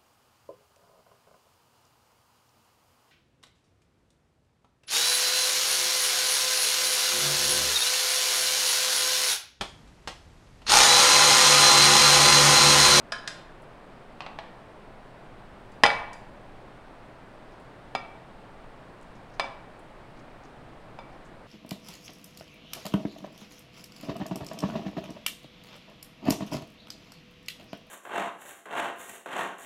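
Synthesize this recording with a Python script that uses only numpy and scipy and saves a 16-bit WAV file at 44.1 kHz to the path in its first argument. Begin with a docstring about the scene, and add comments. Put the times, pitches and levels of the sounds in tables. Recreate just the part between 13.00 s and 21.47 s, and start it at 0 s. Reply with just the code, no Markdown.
"""Chopped fruit tipped from a china plate

Dishes clink on a kitchen counter, then a loaded plate knocks dully as it is gripped and lifted.
It lands hard on a plastic bowl's rim, bounces and knocks again; a knife sweeps wet fruit into the bowl.
Blows are short pulses with noise bodies and decaying sine modes; squelches are filtered crackles.
The small room adds a brief diffuse tail; coloured noise makes a steady rush and a low rumble."""
import sys
import numpy as np
from scipy import signal
from scipy.fft import rfft, irfft
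from scipy.io import wavfile

SR = 44100
rng = np.random.default_rng(int(sys.argv[2]) if len(sys.argv) > 2 else 0)


def unload_wav(signal):
    """Save mono or channel-first audio to the path in sys.argv[1] as 16-bit WAV at rate SR, clipped to [-1, 1]."""
    wavfile.write(
        sys.argv[1],
        SR,
        np.round(np.clip(np.atleast_2d(signal).T, -1, 1) * 32767).astype(np.int16),
    )


N = 373527
AGE = np.arange(SR) / SR  # s since a blow

# contact spectrum of clinking dishes and knife blade: f/Hz, level/dB
CLINK_COLOUR = [(100, -20), (400, -10), (660, -6), (850, -7), (1250, -1), (1650, 3), (2200, -4), (3800, -2),
                (5500, -6.5), (6800, -9.5), (10000, -19), (11500, -35), (13500, -39.5), (16000, -64.5)]


def from_db(db):
    """Decibels to amplitude gain."""
    return 10 ** (np.asarray(db) / 20)


def unit_energy(x):
    """Scale so that the squares sum to one."""
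    return x / np.sqrt(np.sum(x ** 2))


def at_hz(points, hz):
    """Interpolate a table on a log-frequency axis."""
    known_hz, values = np.transpose(points)
    return np.interp(np.log(np.maximum(hz, 1)), np.log(known_hz), values)


def add(track, start_s, sound):
    """Mix a sound into the track from start_s."""
    start = round(start_s * SR)
    track[start:start + len(sound)] += sound[:N - start]


def dying(t60_s):
    """Exponential envelope that falls 60 dB in t60_s."""
    return from_db(-60 * AGE / t60_s)


def contact(colour, tilt_db_per_octave, bass_cut_hz):
    """Causal pulse of peak 1: harder contact tilts it to the treble, a glancing one loses bass."""
    hz = np.fft.rfftfreq(SR, 1 / SR)
    octaves = np.log2(np.maximum(hz / 1000, 1))  # tilt acts above 1 kHz
    level_db = at_hz(colour, hz) + tilt_db_per_octave * octaves
    cepstrum = irfft(np.log(from_db(level_db)))
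    pulse = irfft(np.exp(rfft(2 * cepstrum[:SR // 2], SR)))  # minimum phase: energy comes at once
    high_pass = signal.butter(2, max(bass_cut_hz, 20), "high", fs=SR, output="sos")
    pulse = signal.sosfilt(high_pass, pulse)
    return pulse / np.abs(pulse).max()


def thock(colour, tilt_db_per_octave, body_db, body_t60_s, bass_cut_hz=60, build_s=0.0017,
          echo_s=0.001169, echo_db=-6.5):
    """Contact pulse, its echo off the dish's nearest wall, and a noise crowd of damped body modes."""
    pulse = contact(colour, tilt_db_per_octave, bass_cut_hz)
    echo = from_db(echo_db) * np.interp(AGE - echo_s, AGE, pulse, left=0)
    envelope = dying(body_t60_s) * (1 - dying(build_s))
    crowd = unit_energy(rng.standard_normal(SR) * envelope)
    body = from_db(body_db) * signal.fftconvolve(pulse, crowd)[:SR]
    return pulse + echo + body


def ring(modes, tilt_db_per_octave=0, spread_db=0.23):
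    """Decaying sines of random sign and slightly random strength; positive tilt favours high modes."""
    hz, db, t60_s = np.transpose(modes)
    level_db = db + tilt_db_per_octave * np.log2(hz / np.median(hz))
    level_db = level_db + rng.normal(0, spread_db, len(modes))
    strength = from_db(level_db) * rng.choice([-1, 1], len(modes))
    return sum(g * np.sin(2 * np.pi * f * AGE) * dying(t) for g, f, t in zip(strength, hz, t60_s))


def kitchen(sound, room_db, build_s=0.025):
    """Add a diffuse room tail that builds up and then dies band by band."""
    # room decay: f/Hz, t60/s
    kitchen_t60 = [(100, 1), (400, 0.71), (900, 0.81), (2000, 0.67), (5000, 0.41), (9000, 0.39),
                   (15000, 0.48)]
    hz = np.fft.rfftfreq(SR, 1 / SR)
    white = rfft(rng.standard_normal(SR))
    centres_hz, t60s = np.transpose(kitchen_t60)
    tail = np.zeros(SR)
    for share, t60_s in zip(np.eye(len(centres_hz)), t60s):  # overlapping bands that sum to white
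        band = irfft(white * at_hz(np.c_[centres_hz, share], hz))
        tail += band * dying(t60_s)
    tail = unit_energy(tail * (1 - dying(build_s)))
    return sound + from_db(room_db) * signal.fftconvolve(sound, tail)[:SR]


def bowl_blows():
    """Each blow is a short thock, the china's ring, and a mix of rim, thud and room modes."""
    # plate knocks on rim, and fruit thudding into the bowl at 6.4425 s:
    # t/s, level/dB, tilt/(dB/octave), bass cut/Hz, level of bowl modes/dB
    blows = [(2.8358, 3.5, 2.5, 40, -6.5), (2.8537, -7.5, -4, 330, -21), (2.8626, -4, 2, 250, -23),
             (2.9031, -15.5, -2, 400, -7), (4.9510, -11.5, -0.5, 120, -31), (6.3968, -8.5, 0.5, 383, -20),
             (6.4425, -24.5, -10, 200, -34), (7.989, -28.5, -4.5, 150, -34)]
    # contact spectrum: f/Hz, level/dB
    bowl_colour = [(50, -16), (170, -13), (420, -3), (620, 0), (830, 1), (1200, -3.5), (1600, -8),
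                   (2600, -9.5), (4300, -16.5), (6200, -26), (7600, -36), (8900, -30), (10800, -48),
                   (16000, -76.5)]
    # china modes: f/Hz, level/dB, t60/s
    plate_modes = [(550, -5.5, 0.201), (810, -7.5, 0.31), (1216, -6, 0.27), (1360, -9.5, 0.31),
                   (2292, -6.5, 0.47), (2321, -7, 0.55), (2308, 2.5, 0.11), (2730, -15.5, .14),
                   (3506, -11, 0.25), (3566, -3.5, 0.1), (4110, -19.5, 0.13), (4060, -17.5, 0.101),
                   (4935, -8, 0.163), (4982, -3, 0.054), (5020, -27.5, .35), (6830, -17, 0.054),
                   (8790, -31, .08)]
    # short rim modes, low bowl and counter thud, long room modes: f/Hz, level/dB, t60/s
    bowl_and_room_modes = [(75, -34, 0.22), (168, -25, 0.1), (237, -28, 0.068), (332, -23.5, 0.087),
                           (461, -21, 0.22), (821, -17.5, 0.31), (947, -24, 0.22), (1067, -21, 0.26),
                           (1411, -24.5, 0.4), (1727, -11.5, 0.063), (1825, -0.5, 0.024),
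                           (1892, -1.5, 0.017), (1990, -5, .06), (3035, -16.5, 0.087), (3200, -16, 0.088),
                           (3580, -30, 0.21), (3950, -9, 0.022), (4920, -31.5, 0.27), (4970, -18, .06),
                           (5000, -34.5, 0.18)]
    press_from_db, press_damping = -8, 0.4  # harder blows press the plate: dB ring lost per dB above
    ring_tilt_share = 0.405  # part of the blow's tilt that reaches the china
    body_db, plate_ring_db, room_db = -0.5, -22.5, -9.5
    out = np.zeros(N)
    for start_s, db, tilt, bass_cut_hz, modes_db in blows:
        blow = thock(bowl_colour, tilt, body_db, body_t60_s=0.047, bass_cut_hz=bass_cut_hz)
        muted_db = press_damping * max(db - press_from_db, 0)
        china = from_db(plate_ring_db - muted_db) * ring(plate_modes, ring_tilt_share * tilt)
        bowl_and_room = from_db(modes_db) * ring(bowl_and_room_modes)
        # the modes get a weaker room tail than the thock
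        sound = kitchen(blow, room_db) + kitchen(china + bowl_and_room, room_db=-14.0)
        add(out, start_s, from_db(db) * sound)
    return out


def smacks():
    """Faint squelches at random times in each knife sweep: rows of t/s, level/dB, f/Hz."""
    # knife pushing fruit across the plate: start/s, end/s
    sweeps = [(4.5, 4.7), (6.1, 6.35), (7.1, 7.35), (8.05, 8.3)]
    smacks_per_s, level_db, level_spread_db = 11, -55, 1.5
    pitch_hz, pitch_spread_octaves = 5550, 0.32
    rows = []
    for start_s, end_s in sweeps:
        for _ in range(round((end_s - start_s) * smacks_per_s)):
            s = rng.uniform(start_s, end_s)
            db = rng.normal(level_db, level_spread_db)
            hz = pitch_hz * 2 ** rng.normal(0, pitch_spread_octaves)
            rows.append((s, db, hz))
    return rows


def fruit(pops_per_s=900, half_band=1.23):
    """Each squelch is a short band-passed crackle of juice films bursting."""
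    # clearest squelches of wet fruit and cream: t/s, level/dB, f/Hz
    squelches = [(0.62, -52, 9000), (4.60, -54, 8500), (6.0133, -51, 7530), (6.7901, -50.5, 8700),
                 (7.4365, -49.5, 5500)]
    decay_s = 0.018  # to 1/e
    out = np.zeros(N)
    for start_s, db, hz in squelches + smacks():
        pops = (rng.random(SR) < pops_per_s / SR) * rng.standard_normal(SR) * np.exp(-AGE / decay_s)
        pops[0] = 1
        edges_hz = np.clip([hz / half_band, hz * half_band], 100, 0.45 * SR)
        band_pass = signal.butter(2, edges_hz, "band", fs=SR, output="sos")
        crackle = signal.sosfilt(band_pass, pops + 1e-18)  # offset avoids denormals
        crackle = crackle / np.abs(crackle).max()
        add(out, start_s, from_db(db) * kitchen(crackle, room_db=-10.0))
    return out


def knife():
    """A grazed steel blade rings thin and high."""
    # light blade touches: t/s, level/dB
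    blade_ticks = [(2.7193, -54.5), (3.1316, -41)]
    # blade modes: f/Hz, level/dB, t60/s
    blade_modes = [(3570, -6.5, .3), (4790, -2, 0.318), (5938, -8, 0.28), (6430, -3.5, 0.115),
                   (7280, -9.5, .35), (7580, -7, 0.19), (8554, -11.5, 0.26), (9383, -14.5, .3),
                   (10370, -9.5, .2), (11550, -15, .15)]
    out = np.zeros(N)
    for start_s, db in blade_ticks:
        graze = thock(CLINK_COLOUR, 3.0, body_db=10.5, body_t60_s=0.045, bass_cut_hz=4500)
        tick = graze + from_db(-18.0) * ring(blade_modes)
        add(out, start_s, from_db(db) * kitchen(tick, room_db=-6.5))
    return out


def lifting():
    """Held in the hand, the loaded plate knocks without ringing modes."""
    # plate gripped and lifted: t/s, level/dB
    lift_knocks = [(1.2058, -21.5), (1.2208, -30.5), (1.2642, -24.5), (1.3883, -22)]
    # contact spectrum: f/Hz, level/dB
    lift_colour = [(100, -12), (450, -13), (620, -1), (880, -2), (1150, -3), (1500, -11), (1900, -10.5),
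                   (3000, -10.5), (3700, -15.5), (4500, -15.5), (6300, -30), (9000, -41), (16000, -68)]
    tilt_db_per_octave, room_db = -0.7, -4
    out = np.zeros(N)
    for start_s, db in lift_knocks:
        knock = thock(lift_colour, tilt_db_per_octave, body_db=2.5, body_t60_s=0.034)
        add(out, start_s, from_db(db) * kitchen(knock, room_db))
    return out


def dishes():
    """China clinks a little way off: a pulse with a strong body, then ringing modes."""
    # dishes on the counter: t/s, level/dB, tilt/(dB/octave), ring/dB
    clinks = [(0.1210, -22, -1.5, -8), (0.2755, -22, 1.7, -18.5)]
    # dish modes: f/Hz, level/dB, t60/s
    dish_modes = [(659, -5, 0.078), (1049, -12.5, 0.66), (1253, -6, 0.15), (1436, -5.5, 0.21),
                  (1606, -9.5, 0.32), (1637, -3.5, 0.25), (1705, -10, 0.29), (1718, -4, 0.13),
                  (1790, -5, 0.044), (2260, -13, 0.21), (3090, -14.5, 0.34), (3940, -18, .3),
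                  (4950, -14, 0.21), (4975, 2.5, 0.079), (5340, -7, 0.034), (5610, -3, 0.054)]
    out = np.zeros(N)
    for start_s, db, tilt, ring_db in clinks:
        blow = thock(CLINK_COLOUR, tilt, body_db=10.5, body_t60_s=0.045, build_s=0.0014)
        song = from_db(ring_db) * ring(dish_modes, tilt)
        clink = kitchen(blow, room_db=-4) + kitchen(song, room_db=-7.0)
        add(out, start_s, from_db(db) * clink)
    return out


def noise(spectrum):
    """Steady Gaussian noise of a given colour, rms 1."""
    gain = from_db(at_hz(spectrum, np.fft.rfftfreq(N, 1 / SR)))
    return np.sqrt(N) * unit_energy(irfft(rfft(rng.standard_normal(N)) * gain, N))


def background():
    """An even rush of air over a low rumble that swells once as the plate swings over the bowl."""
    # air rush spectrum: f/Hz, level/dB
    rush_colour = [(90, -16), (125, -3.5), (180, -4), (450, -7), (640, -5), (1150, -11), (1850, -16.5),
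                   (4200, -29.5), (5400, -35.5), (6400, -40.5), (8900, -39), (11300, -49.5), (13500, -56),
                   (16000, -58)]
    # low drone and rumble spectrum: f/Hz, level/dB
    rumble_colour = [(10, 4.5), (22, 9.5), (33, -0.5), (42, -1.5), (52, -1.5), (65, -4), (88, -13.5),
                     (112, 1), (135, -6.5), (180, -51)]
    rush_db, rumble_db = -49, -53
    swing_at_s, swing_width_s, swing_db = 2.9, 0.36, 3.5
    swing = np.exp(-((np.arange(N) / SR - swing_at_s) / swing_width_s) ** 2)
    rush = from_db(rush_db) * noise(rush_colour)
    rumble = from_db(rumble_db + swing_db * swing) * noise(rumble_colour)
    return rush + rumble


def scene():
    """Sum of all sources, as heard from just above the bowl."""
    return (bowl_blows() + fruit() + knife() + lifting() + dishes() + background())[None]


def record(dry):
    """Microphone overload clips at full scale; a steep low-pass cuts the top."""
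    cutoff_hz = 15900
    low_pass = signal.ellip(10, 0.1, 80, cutoff_hz, fs=SR, output="sos")
    return signal.sosfilt(low_pass, np.clip(dry, -1, 1))


dry = scene()
out = record(dry)
unload_wav(out)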